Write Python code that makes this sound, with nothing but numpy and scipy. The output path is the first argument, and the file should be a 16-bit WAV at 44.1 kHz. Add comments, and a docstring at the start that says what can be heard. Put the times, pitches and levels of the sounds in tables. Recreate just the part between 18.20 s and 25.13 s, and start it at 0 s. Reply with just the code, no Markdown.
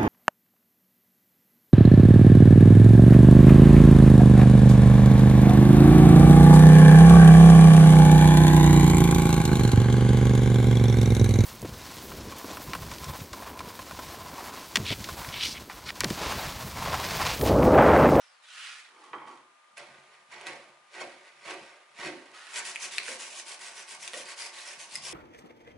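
"""Over quiet workshop air and a faint whine, a hand slides onto a turned chair leg on a bench: a hiss of fine grains.
The loose leg scuffs and taps, then a chisel pares its glued cap in five pushes: torn grains ring wood and steel.
Last, folded sandpaper rubs to and fro: grains follow its speed. Short bright snaps and clicks are quick tones,
knocks are noise bursts through ringing modes, and the bench shudders low. Echoes and a fading tail make the room.
"""
import sys
import numpy as np
from scipy import signal
from scipy.fft import rfft, irfft, next_fast_len
from scipy.io import wavfile
from scipy.ndimage import uniform_filter1d

SR = 44100
rng = np.random.default_rng(int(sys.argv[2]) if len(sys.argv) > 2 else 0)


def waveform_to_disk(signal):
    """Save audio, clipped to [-1, 1], as 16-bit WAV at the path in sys.argv[1]."""
    frames = np.transpose(np.atleast_2d(signal))
    scaled = np.clip(frames, -1, 1) * 32767
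    samples = np.round(scaled).astype(np.int16)
    wavfile.write(sys.argv[1], SR, samples)


N = 305613  # length [samples]

# Rise and fall times in these tables are for a change of 20 dB, except the rise of a snap.
# Most colours and all modes set proportions only; the flutter and tail colours also set loudness.
# Hand, leg, chisel and paper are later mixed TRIM_DB lower.

# faint tone that swells and fades: (loudest at [s], rise [s, sign ignored], fall [s], level [dB])
WHINE = (1, -2, 14.5, -67)
# colour of the workshop air: (frequency [Hz], level [dB])
AIR_COLOUR = [(30, -37), (130, -21), (280, -24), (400, -20.5), (520, -11), (1000, -4.5), (1500, -7),
              (2500, -11), (5000, -20), (8000, -22), (11400, -24.5)]
# hand sliding over cloth and wood: (touches at [s], fastest at [s], rise [s], fall [s], level [dB],
# roundness [1-3], centre of the rustle when fastest [Hz], centre one fall time later [Hz])
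SLIDES = [(0, -0.007, .1, 0.38, -58, 1.14, 5930, 2680), (0.222, 0.445, 0.24, 0.28, -43.5, 1.94, 2770, 1690),
          (4.135, 4.21, 0.36, 0.67, -49.5, 1.8, 1340, 2960)]
# colour of the wide sliding hiss: (frequency [Hz], level [dB])
SLIDE_COLOUR = [(300, -70), (800, -17.5), (1400, 0.5), (2100, -1), (3000, -1.5), (4000, -4), (6000, -9),
                (9000, -12), (11400, -16)]
# shoves that shake the bench: (time [s], level [dB])
SHAKES = [(.36, -83), (.5, -80), (.78, -79), (.94, -51.5), (1.052, -68), (1.6, -60), (1.7, -51.5),
          (2.12, -62), (2.29, -48.5), (2.83, -52), (3.25, -53), (3.38, -63), (3.82, -45), (4.41, -67),
          (4.672, -57.5), (4.94, -72), (5.53, -66), (5.77, -56.5), (5.98, -65), (6.3, -71), (6.57, -59),
          (6.77, -52), (6.89, -52)]
# low modes of the bench top: (frequency [Hz], width [Hz], level [dB])
BENCH_MODES = [(87, 11, -2), (140.2, 5.6, 0), (214, 41, -8)]
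# loose leg shifting under the grip: (strongest at [s], rise [s], fall [s], level [dB], hiss re that level [dB])
SHIFTS = [(.685, 0.022, 0.079, -66, -7), (.84, 0.18, 0.21, -50.5, -12), (0.935, 0.0023, 0.017, -28.5, -46),
          (.99, 0.05, .13, -42.5, -33), (1.085, 0.033, 0.19, -48.5, -12.5)]
# modes of the loose leg: (frequency [Hz], width [Hz], level [dB])
LOOSE_MODES = [(220, 96, -20), (292, 94, -5.5), (383, 27, -5.5), (485, 87, -9.5), (735, 51, -4.5),
               (857, 45, 1), (1043, 82, 8), (1061, 45, 8), (1145, 64, 4.5), (1370, 36, -4),
               (1500, 130, -6.5), (1990, 100, -7.5), (2150, 33, -4.5), (2290, 380, -1.5), (3054, 63, -10.5),
               (3190, 170, -9)]
# loose leg tapping the bench: (time [s], peak [dB])
BUMPS = [(0.932, -28), (0.966, -44), (1.073, -37), (1.443, -57)]
# short bright snaps and clicks of leg, shavings and paper: (time [s], level of the main tone [dB], pitch [Hz],
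# overtone [Hz], overtone re main tone [dB], bright crack re main tone [dB], time to the peak [s])
SNAPS = [(1.075, -53, 3260, 5700, -11, -15, 0.00032), (1.443, -52, 2000, 3300, -11, -19, .0004),
         (1.572, -35.5, 2420, 5540, -10, -8, 0.00019), (1.579, -38, 2480, 4300, -7, 2, 0.00045),
         (2.212, -38, 2700, 4700, -10, 2, 0.00026), (2.269, -32, 1960, 3640, 4, -4, 0.00023),
         (4.269, -38, 2540, 6900, -15, -4, 0.00013), (4.559, -21, 2440, 9540, -13, -7.5, 0.00041),
         (4.7779, -39, 2400, 7300, -6, 7, 0.00045), (4.7824, -14.5, 2410, 4170, -5, -10.5, 0.00039),
         (4.882, -28.5, 1780, 2350, -3, -12, 0.00038), (5.829, -38.5, 2430, 5800, 3, 3, 0.00045),
         (5.877, -31.5, 2570, 3480, 0.5, 8, 0.0005), (5.9345, -26, 3430, 1930, -3, -1, 0.00013),
         (5.939, -35, 1880, 2800, -1, -7, 0.0012), (6.057, -39, 4470, 8000, -2, 1, .00023),
         (6.754, -32.5, 2050, 5080, 4.5, 6, 0.0013)]
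# chisel pushes, levels before the drives below: (shaving breaks free at [s], jolt [dB], rise of the jolt [s],
# cutting before it [s], cutting [dB], rise of the cut [s], run-out [dB], fall of the run-out [s],
# blade drawn back after [s], drawing back [dB], centre of the rung leg modes under full grip [Hz])
PUSHES = [(1.574, -47, 0.008, .004, -61, 0.008, -57, 0.54, 0.37, -58.5, 650),
          (2.269, -45, 0.011, 0.15, -53.5, 0.017, -48.5, 0.24, 0.21, -76, 595),
          (2.807, -52, 0.016, 0.057, -50.5, 0.037, -53, 0.34, 0.27, -54.5, 646),
          (3.302, -50, 0.013, 0.035, -47.5, 0.048, -51.5, .35, 0.19, -56, 643),
          (3.864, -41.5, 0.064, 0.061, -47, 0.037, -54, 0.57, 0.33, -92, 590)]
# colour of the cutting edge and of the leg's fine hiss: (frequency [Hz], level [dB])
EDGE_COLOUR = [(1200, -75), (2600, 5), (3300, 2.5), (4500, 1), (5700, -2.5), (8000, -5), (10300, -6.5),
               (11400, -11.5)]
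# modes of the steel blade: (frequency [Hz], width [Hz], level [dB])
BLADE_MODES = [(2430, 120, -13), (3300, 27, 7), (3310, 62, 9.5), (3660, 29, 5.5), (4320, 40, 6),
               (4640, 160, 2.5), (5700, 100, -26), (5520, 69, 5.5), (7070, 260, 4)]
# modes of the leg on the bench: (frequency [Hz], width [Hz], level [dB])
LEG_MODES = [(219, 61, 1), (365.2, 37, 6), (470, 16, -6.5), (546.3, 32.5, 5.5), (615.4, 15, -2.5),
             (693, 25, 8.5), (753, 122, 6), (882, 61, 8), (1024, 94, 8.5), (1076, 59, 9.5), (1178, 19, 7.5)]
# modes of the leg's small cap: (frequency [Hz], width [Hz], level [dB])
CAP_MODES = [(1366, 29, 0), (1458, 68, 1.5), (1612, 91, 7.5), (1787, 8, 7.5), (2020, 108, 8.5),
             (2111, 75, 10.5), (2190, 190, 13.5), (2568, 78, 7.5), (2714, 440, 7.5), (2710, 140, -10)]
# knocks of the held leg: (time [s], peak [dB], centre of the rung modes [Hz], reach [octaves], chatter [s])
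KNOCKS = [(1.578, -44, 2280, 0.49, 0.0054), (1.744, -44.5, 2030, 0.5, .002),
          (2.268, -38.5, 560, 0.077, 0.0038), (2.81, -30.5, 650, 0.14, 0.0066),
          (3.3, -42.5, 620, 0.75, 0.027), (3.864, -35, 360, .06, 0.031), (4.884, -37, 577, .104, 0.012),
          (5.935, -36.5, 536, 0.2, 0.023), (6.87, -41.5, 1080, 0.83, 0.0076)]
# sanding strokes: (start [s], place of top speed [0-1, held to .1-.9], peakedness [held to .2-4],
# grit hiss [dB], cap re hiss [dB], dip at the turn before [dB, scaled for each layer], paper resonance [Hz])
STROKES = [(4.289, 0.6, 2.9, -33.5, -0.5, -11.5, 7400), (4.436, .14, 1.5, -37.5, -5, -8.5, 6940),
           (4.584, 0.46, 2.3, -35, -3.5, -8, 6200), (4.704, 0.19, 1.1, -40.5, -3, -7.5, 3520),
           (4.831, 0.54, 0.38, -39.5, -2.5, -6, 9100), (4.975, 0.33, 0.53, -41, -5, -11, 6900),
           (5.084, 0.7, 1.2, -41.5, -6.5, -4, 6540), (5.244, .29, 0.88, -42.5, -5, -8.5, 8600),
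           (5.387, .36, 0.64, -43.5, -2, -7.5, 8140), (5.529, .38, 0.61, -45, -1, -6.5, 5900),
           (5.664, 0.33, 0.56, -43.5, -4, -10.5, 8500), (5.786, 0.5, 0.44, -43.5, -2.5, -10, 6340),
           (5.914, 0.46, .7, -41, -3, -8, 9800), (6.042, 0.58, .89, -44, 0.5, -6.5, 4440),
           (6.159, 0.26, 0.63, -40, -3, -10.5, 4900), (6.322, 0.6, 0.16, -45.5, -2.5, -11, 3940),
           (6.447, 0.18, 0.72, -44, -0.5, -5.5, 5360), (6.577, 0.23, 1.3, -43.5, -5.5, -7.5, 6100),
           (6.689, 0.49, 1.3, -41, -9, -7, 4500), (6.811, .35, 0.78, -39.5, -9.5, -8.5, 5350)]
# colour of the sanding hiss: (frequency [Hz], level [dB])
GRIT_COLOUR = [(1200, -26), (2600, -5.5), (3860, -9.5), (5130, -8), (6900, -9.5), (8700, -9.5),
               (10700, -12.5), (11400, -21.5)]
# treble of the late, fluttering copy: (frequency [Hz], level [dB])
FLUTTER_COLOUR = [(500, -26), (2000, -4.5), (4000, -5.5), (7000, -4.5), (11000, -4)]
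# echoes from bench and walls: (delay [s], level [dB])
ECHOES = [(.0021, -13), (.0047, -10), (.0063, -7.5), (0.0092, -21), (0.0188, -16), (.023, -89)]
# how long the room tail takes to fade by 60 dB: (frequency [Hz], time [s])
FADE_TIMES = [(150, 0.66), (1000, 0.25), (3000, 0.51), (10000, 0.18)]
# room tail compared with direct sound: (frequency [Hz], level [dB])
TAIL_COLOUR = [(100, 6.5), (500, 3), (2000, -6), (6000, -5), (11000, -33)]
# likeness of the tail in the two channels: (frequency [Hz], likeness [0-1])
LIKENESS = [(60, 0.6), (170, 0.85), (500, 0.91), (1400, 0.7), (4000, 0), (11000, .05)]
# left minus right while paring: (frequency [Hz], difference [dB])
LEAN_CHISEL = [(60, 12), (170, 2.5), (500, -1.5), (1420, -2.5), (4090, -2.5), (11800, 1)]
# left minus right while sanding: (frequency [Hz], difference [dB])
LEAN_PAPER = [(60, -0.5), (170, 0.5), (500, -1.5), (1420, -3.5), (4090, -0.5), (11800, 1.0)]

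TRIM_DB = -3
AIR_DB, WHINE_HZ = -62, 1210
TOUCH_S = 0.019  # how long the hand takes to make contact
WIDENING = 0.12  # the wide hiss follows the speed more steeply than the rustle
SHAKE_RISE_S, SHAKE_FALL_S = 0.091, 0.22
BITE_S, JOLT_FALL_S, DRAW_S = 0.067, 0.047, 0.14  # times for a change of 20 dB
# how strongly each stage drives each layer: (biting [dB], cutting [dB], jolt [dB], run-out [dB], drawing back [dB])
DRIVE_CAP = (-6.5, 6, -0.7, 5, 2.3)
DRIVE_EDGE = (-8.5, -6.5, -5, -0.5, -7.5)
DRIVE_LEG = (-19, 3, -8, 3, -12.5)
DRIVE_STEEL = (-10.5, -6, -10, -20, -7)
REST_HZ, GRIP_S, RELAX_S = 954, 0.22, 0.66  # a firmer grip lowers the centre of the rung leg modes
OTHER_MODES_DB = -21.5  # what a knock adds to every mode, near or far
USUAL_DB = -42  # hiss of a usual stroke
SANDED_LEG_DB, LEG_PER_DB, SANDED_LEG_HZ = -52.5, 0.52, 824  # the leg follows the strokes only in part
PAPER_DB, PAPER_DB_PER_OCTAVE = -9.5, -6.5  # paper resonance at 6 kHz; weaker when higher
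LOW_CUT_HZ, TOP_HZ = 227, 11080


def amp(db):
    """Turns decibels into a gain."""
    return 10 ** (np.asarray(db) / 20)


def evened(x):
    """Scales a sound to an average (rms) strength of 1."""
    return x / np.sqrt(np.mean(x ** 2) + 1e-20)


def read(points, hz):
    """Reads a curve between its points, on a logarithmic frequency scale."""
    f, value = np.transpose(points)
    return np.interp(np.log(hz + 1), np.log(f + 1), value)


def add(mix, s, sound):
    """Adds a short sound to the mix, starting at s seconds."""
    part = mix[round(s * SR):][:len(sound)]
    part += sound[:len(part)]


def shaped(x, points, share=1):
    """Filters a sound by a colour in dB, multiplied by share."""
    size = next_fast_len(x.shape[-1])
    gain = amp(share * read(points, np.fft.rfftfreq(size, 1 / SR)))
    return irfft(rfft(x, size) * gain, size)[..., :x.shape[-1]]


def swell(top, rise, fall, db, bend=1.):
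    """Gain over time: db at top, 20 dB less rise s before and fall s after; bend 1 is pointed, 2 is round."""
    t = np.arange(N) / SR - top
    return amp(db - 20 * np.where(t < 0, -t / abs(rise), t / abs(fall)) ** bend)


def ring(modes, weights=1):
    """The answer of each mode to one tap, neighbours in opposite phase; energy 1 in all."""
    hz, width, db = np.transpose(modes)[..., None]
    t = np.arange(4096) / SR
    sign = (-1.) ** np.arange(len(modes))[:, None]
    decay = np.exp(-np.pi * width * t)  # wide modes die sooner
    out = sign * weights * amp(db) * np.sqrt(width) * decay * np.sin(2 * np.pi * hz * t)
    return out / np.linalg.norm(out)


def near(hz, centre_hz, reach, rest_db):
    """Weight of a mode at hz when the wood is touched where it favours centre_hz."""
    return np.exp(-.5 * (np.log2(hz / centre_hz) / reach) ** 2) + amp(rest_db)


def resonate(x, hz, width):
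    """A moving resonance: shifts the curve hz down to zero, smooths twice and shifts back; rms 1."""
    turn = np.exp(2j * np.pi * np.cumsum(hz) / SR)
    r = np.exp(-np.pi * width / SR)
    smooth = signal.lfilter([1], [1, -2 * r, r * r], x / turn)
    return evened((turn * smooth).real)


def grains(per_s, spread_db, clump_db):
    """Fibres tearing or surfaces rubbing: random clicks of uneven size, in clumps of a few ms."""
    clumps = amp(clump_db * evened(uniform_filter1d(rng.standard_normal(N), size=200)))
    size = amp(spread_db * np.minimum(rng.exponential(1, N), 5)) * rng.standard_normal(N)
    return evened(clumps * size * (rng.random(N) < per_s / SR))


def floor():
    """Quiet workshop air, partly alike left and right, and a faint whine that swells and fades."""
    a, b = rng.standard_normal((2, N))
    air = amp(AIR_DB) * evened(shaped(np.array([a, 0.13 * a + 0.84 * b]), AIR_COLOUR))
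    whine = np.sqrt(2) * np.sin(2 * np.pi * WHINE_HZ * np.arange(N) / SR)
    return air + swell(*WHINE, bend=1.2) * whine


def hand():
    """Skin and sleeve dragging: a smooth, fine hiss and a rustle whose centre drifts."""
    drag, t = grains(per_s=25000, spread_db=-2.3, clump_db=-1.0), np.arange(N) / SR
    glide = []
    for _, top, _, fall, _, _, hz, end_hz in SLIDES:
        glide += [(top, hz), (top + fall, end_hz)]
    wide = evened(shaped(drag, SLIDE_COLOUR))
    # the same grains backwards, so the rustle is a separate noise
    rustle = amp(-6.0) * resonate(drag[::-1], np.interp(t, *np.transpose(glide)), width=590)
    out = np.zeros(N)
    for touch, top, rise, fall, db, bend, _, _ in SLIDES:
        speed = swell(top, rise, fall, 0, bend)
        contact = np.clip((t - touch) / TOUCH_S + .5, 0, 1)
        out += contact * amp(db) * speed * (speed ** WIDENING * wide + rustle)
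    return out


def bench():
    """Low uneven shudder of the bench top: sparse clicks ring its modes at each shove."""
    shake = sum(swell(s, SHAKE_RISE_S, SHAKE_FALL_S, db) for s, db in SHAKES)
    clicks = grains(per_s=93, spread_db=-6.5, clump_db=3.5)
    return signal.oaconvolve(shake * clicks, ring(BENCH_MODES).sum(0))[:N]


def loose_leg():
    """The leg scuffs and taps the bench while the hand takes hold; both ring its loose modes."""
    scuff = grains(per_s=3400, spread_db=0.5, clump_db=-2.5)
    moves = np.array([swell(*row[:4], bend=1.97) for row in SHIFTS])
    tap = ring(LOOSE_MODES).sum(0)
    out = signal.oaconvolve(moves.sum(0) * scuff, tap)[:N]
    for s, db in BUMPS:
        add(out, s, amp(db) * tap / abs(tap).max())
    hiss_gain = amp(np.array(SHIFTS)[:, 4]) @ moves
    return out + hiss_gain * evened(shaped(scuff[::-1], EDGE_COLOUR))


def snaps():
    """Short bright snaps and clicks: a few quick cycles with an overtone and a bright crack."""
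    out, t = np.zeros(N), np.arange(900) / SR
    noises = rng.standard_normal((len(SNAPS), 900))
    for (s, db, hz, over_hz, over_db, crack_db, rise), noise in zip(SNAPS, noises):
        body = np.sin(2 * np.pi * hz * t) + amp(over_db) * np.sin(2 * np.pi * over_hz * t)
        crack = amp(crack_db) * np.diff(noise, prepend=0) / np.sqrt(2)
        add(out, s, amp(db) * (body + crack) * t / rise * np.exp(1 - t / rise))
    return out


def push(free, jolt_db, jolt_rise, cutting, cut_db, rise, run_db, run_out, back, back_db, gripped_hz):
    """The five stages of one push as gains, and how far the grip lowers the leg modes."""
    bite = free - cutting
    biting = swell(bite, 2 * rise, BITE_S, cut_db)
    # rises to the bite, holds until the shaving breaks free, then falls
    held = swell(free, np.inf, JOLT_FALL_S, cut_db)
    cut = np.where(np.arange(N) / SR < bite, swell(bite, rise, 1, cut_db), held)
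    jolt = swell(free, jolt_rise, JOLT_FALL_S, jolt_db)
    running_out = swell(free, jolt_rise, run_out, run_db)
    drawing_back = swell(free + back, DRAW_S, DRAW_S, back_db, bend=0.5)
    lowered_hz = (REST_HZ - gripped_hz) * swell(free + 0.027, GRIP_S, RELAX_S, 0, bend=2.73)
    return np.array([biting, cut, jolt, running_out, drawing_back, lowered_hz])


def wood(tear, cap, leg, centre_hz):
    """The tearing rings the cap, and those modes of the leg that the grip leaves free."""
    out = signal.oaconvolve(cap * tear, ring(CAP_MODES).sum(0))[:N]
    for (hz, _, _), mode in zip(LEG_MODES, ring(LEG_MODES)):
        free = near(hz, centre_hz, reach=0.53, rest_db=-6)
        out += signal.oaconvolve(leg * tear * free, mode)[:N]
    # a slim leg radiates little bass
    return signal.sosfilt(signal.butter(2, 240, "high", fs=SR, output="sos"), out)


def chisel():
    """The edge shears the wood while it is pushed: hiss, ringing steel and ringing wood."""
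    tear = grains(per_s=9000, spread_db=2.0, clump_db=-0.5)
    *stages, lowered_hz = sum(push(*row) for row in PUSHES)
    drives = (DRIVE_CAP, DRIVE_EDGE, DRIVE_LEG, DRIVE_STEEL)
    cap, edge, leg, blade = (amp(drive) @ np.array(stages) for drive in drives)
    hiss = edge * evened(shaped(tear * rng.choice([-1, 1], N), EDGE_COLOUR))
    steel = signal.oaconvolve(blade * tear[::-1], ring(BLADE_MODES).sum(0))[:N]
    return hiss + steel + wood(tear, cap, leg, np.maximum(REST_HZ - lowered_hz, 200))


def knocks():
    """A blow rings the modes near its centre and chatters on for a moment."""
    out, t = np.zeros(N), np.arange(4096) / SR
    modes = LEG_MODES + CAP_MODES + BLADE_MODES
    mode_hz = np.array(modes)[:, :1]
    noises = rng.standard_normal((len(KNOCKS), 4096))
    for (s, db, centre_hz, reach, chatter), noise in zip(KNOCKS, noises):
        modal = ring(modes, near(mode_hz, centre_hz, reach, OTHER_MODES_DB)).sum(0)
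        sound = signal.fftconvolve(noise * np.exp(-t / chatter), modal)
        add(out, s, amp(db) * sound / abs(sound).max())
    return out


def sandpaper():
    """Each stroke speeds up, slows and turns; the hiss follows the speed, the wood less so."""
    start, top, peaked, hiss_db, cap_db, dip_db, paper_hz = np.transpose(STROKES)
    t, turns = np.arange(N) / SR, np.append(start, 6.96)  # the last turn [s]
    k = np.clip(np.searchsorted(turns, t) - 1, 0, len(start) - 1)  # stroke under way
    u = np.clip((t - turns[k]) / np.diff(turns)[k], 0, 1)  # progress through it
    p = np.clip(top[k], .1, .9)
    arc = np.sin(np.pi / 2 * np.where(u < p, u / p, (1 - u) / (1 - p)))
    speed = arc ** np.clip(peaked[k], .2, 4)
    next_dip_db = np.append(dip_db[1:], dip_db[-1])
    dip = np.where(u < p, dip_db[k], next_dip_db[k]) * (1 - speed)
    leg_db = SANDED_LEG_DB + LEG_PER_DB * (hiss_db[k] - USUAL_DB)
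    layers = ((hiss_db[k], 1.8), (hiss_db[k] + cap_db[k], 1.5), (leg_db, .9))  # level, share of the dip
    touching = t > turns[0]
    hiss, cap, leg = (uniform_filter1d(touching * amp(db + share * dip), size=300) for db, share in layers)
    tear = grains(per_s=14000, spread_db=1.5, clump_db=0.96)
    grit = evened(shaped(tear * rng.choice([-1, 1], N), GRIT_COLOUR))
    paper_gain = amp(PAPER_DB + PAPER_DB_PER_OCTAVE * np.log2(paper_hz[k] / 6000))
    paper = paper_gain * resonate(tear, paper_hz[k], width=710)
    return hiss * (grit + paper) + wood(tear, cap, leg, SANDED_LEG_HZ)


def fluttering(x):
    """Treble spread wide: a late copy flutters at random in strength and sign, separately left and right."""
    flutter = uniform_filter1d(uniform_filter1d(rng.standard_normal((2, N)), size=150), size=150)
    return evened(flutter) * shaped(np.roll(x, 40), FLUTTER_COLOUR)  # about 1 ms late


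def room(x):
    """Single echoes, then sparse taps dying band by band; the bass is more alike in both channels."""
    taps = np.zeros((2, SR))
    at = np.arange(500, SR - 20, 20) + rng.integers(0, 20, (2, (SR - 501) // 20))
    np.put_along_axis(taps, at, rng.choice([-1., 1.], at.shape), 1)
    hz, t, (a, b) = signal.stft(taps, SR, nperseg=256)
    same = np.clip(read(LIKENESS, hz), 0, 1)[:, None]
    fade = amp(-60 * t / read(FADE_TIMES, hz)[:, None])
    z = np.array([a, same * a + np.sqrt(1 - same ** 2) * b]) * fade
    z /= np.sqrt((abs(z) ** 2).sum(2, keepdims=True) if z.ndim < 3 else (abs(z) ** 2).sum(2, keepdims=True))
    tail = signal.istft(z, SR, nperseg=256)[1]
    tail = shaped(tail / np.linalg.norm(tail[0]), TAIL_COLOUR)
    # each echo comes a few samples apart left and right
    for (s, db), skew in zip(ECHOES, rng.integers(-5, 6, (len(ECHOES), 2))):
        tail[[0, 1], round(s * SR) + skew] += amp(db)
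    return signal.fftconvolve(x[None], tail, axes=1)[:, :N]


def moving(x, count):
    """Hands and tools keep moving, so the sound takes turns between several paths through the room."""
    turn = 2 * np.pi * (3.1 * np.arange(N) / SR + np.arange(count)[:, None] / (2 * count))
    shares = np.sqrt(2 / count) * abs(np.sin(turn))  # their squares add up to 1
    return x + fluttering(x) + sum(room(x * share) for share in shares)


def leaned(x, lean):
    """Shares the level between left and right by frequency."""
    return np.array([shaped(x[0], lean, .5), shaped(x[1], lean, -.5)])


def scene():
    """Puts the work into the room, leans it left or right, and adds bench and air."""
    rubbing = amp(TRIM_DB) * (hand() + loose_leg() + chisel() + sandpaper())
    work = moving(rubbing + knocks() + snaps(), count=3)
    paring = np.arange(N) < 4.13 * SR
    placed = np.where(paring, leaned(work, LEAN_CHISEL), leaned(work, LEAN_PAPER))
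    return placed + bench() + floor()


def record(dry):
    """The microphone drops the bass; a steep filter then removes the top treble."""
    thin = signal.sosfilt(signal.butter(3, LOW_CUT_HZ, "high", fs=SR, output="sos"), dry)
    low_pass = signal.firwin(1023, TOP_HZ, window=("kaiser", 7), fs=SR)
    return signal.oaconvolve(thin, low_pass[None], "same")


dry = scene()
out = record(dry)
waveform_to_disk(out)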